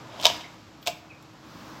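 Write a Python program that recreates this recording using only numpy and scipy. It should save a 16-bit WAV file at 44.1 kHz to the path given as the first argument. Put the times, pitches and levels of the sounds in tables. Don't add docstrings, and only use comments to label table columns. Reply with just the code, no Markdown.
import sys
import numpy as np
from scipy import signal
from scipy.fft import rfft, irfft
from scipy.io import wavfile

SR = 44100
rng = np.random.default_rng(int(sys.argv[2]) if len(sys.argv) > 2 else 0)


def transcribe(u):
    v = np.clip(np.atleast_2d(u).T, -1, 1)
    q = np.round(v * 32767).astype(np.int16)
    wavfile.write(sys.argv[1], SR, q)


N = 79380


def undb(db):
    return 10 ** (np.asarray(db) / 20)


def unit(x):
    return x / np.sqrt(np.mean(x ** 2))


def clock():
    return np.arange(N) / SR


def fade(t60):
    return np.exp(-np.log(1000) * clock() / max(t60, 1e-3))


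def add(out, at, x):
    i = max(int(at * SR), 0)
    out[i:] += x[:N - i]


def colour(x, points):
    hz, db = np.array(points, float).T
    f = np.maximum(np.fft.rfftfreq(N, 1 / SR), 1)
    gain = undb(np.interp(np.log(f), np.log(hz), db))
    return irfft(rfft(x) * gain, N)


def noise(points):
    return unit(colour(rng.standard_normal(N), points))


def split(x, hz):
    low = signal.sosfiltfilt(signal.butter(2, hz, fs=SR, output="sos"), x)
    return low, x - low


def waver(hz):
    return noise([(hz, 0), (2 * hz, -20), (10 * hz, -100)])


def radiate(x, above_hz):
    return signal.sosfilt(signal.butter(3, above_hz, "high", fs=SR, output="sos"), x)


def ring(modes, detune=.006):
    out = np.zeros(N)
    for hz, db, t60 in modes:
        gripped_hz = hz * (1 + detune * rng.standard_normal())
        out += undb(db) * fade(t60) * np.sin(2 * np.pi * gripped_hz * clock())
    return out


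# f/Hz, level/dB
WASH_SPECTRUM = [(15, -23.5), (25, -20), (114, 5), (217, -0.5), (326, -0.5), (373, -8.5), (516, -7),
                 (575, -7), (695, -8.5), (1130, -8), (1940, -16), (2480, -16.5), (5280, -20.5),
                 (7710, -27.5), (9070, -42.5), (11600, -35), (16000, -43.5)]
# t/s, bass/dB, middle/dB, treble/dB
WASH_GAINS = [(0, -47.5, -41, -45), (.12, -47.5, -42, -45.5), (.32, -44, -39.5, -30),
              (.46, -49.5, -45, -43.5), (.6, -51, -50, -47.5), (.8, -50, -49.5, -49.5),
              (1.05, -51.5, -50, -50.5), (1.38, -52, -49, -49), (1.8, -54, -40, -46)]
def wash():
    times, *levels = np.array(WASH_GAINS).T
    bass, rest = split(noise(WASH_SPECTRUM), hz=420)
    middle, treble = split(rest, hz=1800)
    out = np.zeros(N)
    for band, db, flicker_db in zip((bass, middle, treble), levels, (1, .7, .3)):
        out += band * undb(np.interp(clock(), times, db) + flicker_db * waver(hz=29))
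    return out


def hum(hz=313.5, rms_db=-59.5, waver_db=1.2):
    level = undb(rms_db + waver_db * waver(hz=15))
    phase = 2 * np.pi * hz * clock() + .35 * waver(hz=2)
    return level * np.sqrt(2) * np.sin(phase)


# f/Hz, level/dB, t60/s
BODY_MODES = [(420, -17, 0.069), (560, -16, 0.048), (646, -6.5, 0.069), (697, -3, 0.078), (861, -7, 0.083),
              (947.3, -5, .07), (1007, -14, 0.043), (1310, -22, 0.024)]
# f/Hz, level/dB, t60/s
SHELL_MODES = [(1678, -21, 0.023), (2243, -31, 0.14), (2410, -22.5, 0.044), (2870, -27.5, 0.17),
               (3105, -11.5, 0.014), (3430, -1, 0.0057), (3730, -3, 0.0077), (3800, -24, 0.037),
               (4470, -23, .025), (4950, -18, 0.031), (5290, -11.5, 0.023), (5940, -15.5, 0.0098)]
# f/Hz, level/dB
CONTACT_SPECTRUM = [(100, -30), (400, -2.5), (1250, 2.5), (1700, -18.5), (2300, 2.5), (3200, 10),
                    (6200, -1), (7800, -5), (9500, -20), (12000, -12.5), (16000, -17)]
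# start t/s, end t/s, end level/dB, rise/dB
DRAGS = [(0.085, 0.207, -44.5, 11.5), (0.19, 0.266, -42.5, 15.5)]
def scrapes(slips_per_s=1200, body_db=3, shell_db=-4.5, grit_db=-11):
    t, push = clock(), np.zeros(N)
    for start, end, db, rise_db in DRAGS:
        remaining = np.clip((end - t) / (end - start), 0, 1)
        push += (t >= start) * (t < end) * undb(db - rise_db * remaining)
    slips = rng.standard_normal(N) * (rng.random(N) < slips_per_s / SR)
    body = unit(signal.fftconvolve(slips, ring(BODY_MODES))[:N])
    shell = unit(signal.fftconvolve(slips, ring(SHELL_MODES))[:N])
    grit = unit(colour(slips, CONTACT_SPECTRUM))
    return push * (undb(body_db) * body + undb(shell_db) * shell + undb(grit_db) * grit)


# f/Hz, level/dB, t60/s
ROOM_BANDS = [(101.5, 1.5, 0.3), (710, -1, 0.59), (1700, 8.5, 0.46), (2970, 0.5, 0.43), (3900, -1, 0.47),
              (5500, 4.5, 0.29), (8900, 0, 0.28), (16100, 3, 0.43)]
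# t/s, level/dB
WALL_ECHOES = [(.031, -28), (0.046, -27.5)]
def room(x, tail_db=-11, build_s=.0062, near_db=-12.5):
    t, tail = clock(), np.zeros(N)
    rest = noise([(hz, db) for hz, db, _ in ROOM_BANDS])
    for (hz, _, t60), (next_hz, _, _) in zip(ROOM_BANDS, ROOM_BANDS[1:]):
        band, rest = split(rest, np.sqrt(hz * next_hz))
        tail += band * fade(t60)
    tail += rest * fade(t60=ROOM_BANDS[-1][2])
    tail *= 1 - np.exp(-t / build_s)
    near = rng.standard_normal(N) * fade(t60=.12) * (t > .007)
    response = undb(tail_db) * tail / np.linalg.norm(tail) + undb(near_db) * near / np.linalg.norm(near)
    out = signal.fftconvolve(x, response)[:N]
    for delay, db in WALL_ECHOES:
        add(out, delay, undb(db) * x)
    return out


def strike(rise_s=.00015):
    return 1 - np.exp(-clock() / rise_s)


def crack(treble_db, t60):
    low, high = split(noise(CONTACT_SPECTRUM), hz=7200)
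    return (low + undb(treble_db) * high) * fade(t60) * strike()


# t/s, thud level/dB, thud f/Hz, shell level/dB, crack level/dB, crack treble/dB
TOY_CONTACTS = [(.1985, -31.5, 523, -47, -33.5, -3), (0.2335, -39, 680, -20, -24, -3),
                (0.2411, -26, 686, -42, -23, 5), (.249, -33, 710, -12, -23, 2),
                (.2539, -17.5, 780, -1, -7, 0), (.2555, -18, 1020, -1.5, -29, -5),
                (.262, -18.5, 965, -24, -30, 7), (.2662, -17.5, 970, -10, -12, -3),
                (.3005, -24, 670, -41, -28, -10), (0.86, -55, 600, -41, -39, 7),
                (0.8647, -31.5, 630, -35, -25.5, -4), (.8721, -24.5, 764, -43, -17, 4),
                (.8789, -21, 587, -24, -21, 1), (.885, -29, 585, -36, -43, 17),
                (.889, -38, 640, -34, -40, -3)]
def knocks(spread_octaves=.42):
    out = np.zeros(N)
    for at, thud_db, thud_hz, shell_db, crack_db, treble_db in TOY_CONTACTS:
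        excited = [(hz, db - 5 * (np.log2(hz / thud_hz) / spread_octaves) ** 2, t60)
                   for hz, db, t60 in BODY_MODES]
        thud = undb(thud_db) * ring(excited) * strike()
        shell = undb(shell_db) * radiate(ring(SHELL_MODES) * strike(), above_hz=1500)
        add(out, at, thud + shell + undb(crack_db) * crack(treble_db, t60=.025))
    return out


# t/s, level/dB, treble/dB
TOOTH_AND_CLAW_TAPS = [(.21, -37, 7), (0.214, -35.5, 5), (0.226, -27, -3), (.408, -34, -24),
                       (.464, -48, -16), (0.827, -43, -3), (0.829, -50, -4), (1.2257, -56, 13.5),
                       (1.334, -65, 14)]
def ticks():
    out = np.zeros(N)
    for at, db, treble_db in TOOTH_AND_CLAW_TAPS:
        add(out, at, undb(db) * crack(treble_db, t60=.03))
    return out


# t/s, length/s, first f/Hz, middle f/Hz, last f/Hz, level/dB
CHIRP_GLIDES = [(0.44, 0.0083, 2080, 2150, 2300, -36.5), (1.093, 0.0385, 2640, 2480, 2020, -44.5),
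                (.808, 0.05, 13900, 14550, 15000, -55.5)]
def chirps(rough_radians=.45):
    out = np.zeros(N)
    for at, length, first_hz, middle_hz, last_hz, db in CHIRP_GLIDES:
        progress = np.clip(clock() / length, 0, 1)
        glide = np.polyfit([0, .5, 1], [first_hz, middle_hz, last_hz], 2)
        hz = np.polyval(glide, progress)
        phase = 2 * np.pi * np.cumsum(hz) / SR + rough_radians * waver(hz=200)
        add(out, at, undb(db) * np.sin(np.pi * progress) ** 2 * np.sin(phase))
    return out


# f/Hz, level/dB
RUSH_SPECTRUM = [(24, -44), (40, -13), (77, -7.5), (159, 0.5), (312, -1.5), (467, -18.5), (516, -7),
                 (585, -25.5), (1070, -7), (2000, -20.5), (4030, -20), (5870, -22), (9450, -39.5),
                 (12500, -34), (16000, -33)]
# t/s, level/dB
RUSH_LEVELS = [(1.35, -83), (1.46, -51.5), (1.55, -47.5), (1.69, -45.5), (1.8, -49)]
def rush():
    times, db = np.array(RUSH_LEVELS).T
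    return noise(RUSH_SPECTRUM) * undb(np.interp(clock(), times, db))


def scene():
    dog = radiate(scrapes() + knocks() + ticks(), above_hz=340)
    chirping = chirps()
    reflections = room(dog + undb(5) * chirping)
    return (wash() + hum() + dog + reflections + chirping + rush())[None]


def record(dry, top_hz=15850):
    lowpass = signal.ellip(10, .2, 80, top_hz, fs=SR, output="sos")
    return signal.sosfilt(lowpass, np.clip(dry, -1, 1))


dry = scene()
out = record(dry)
transcribe(out)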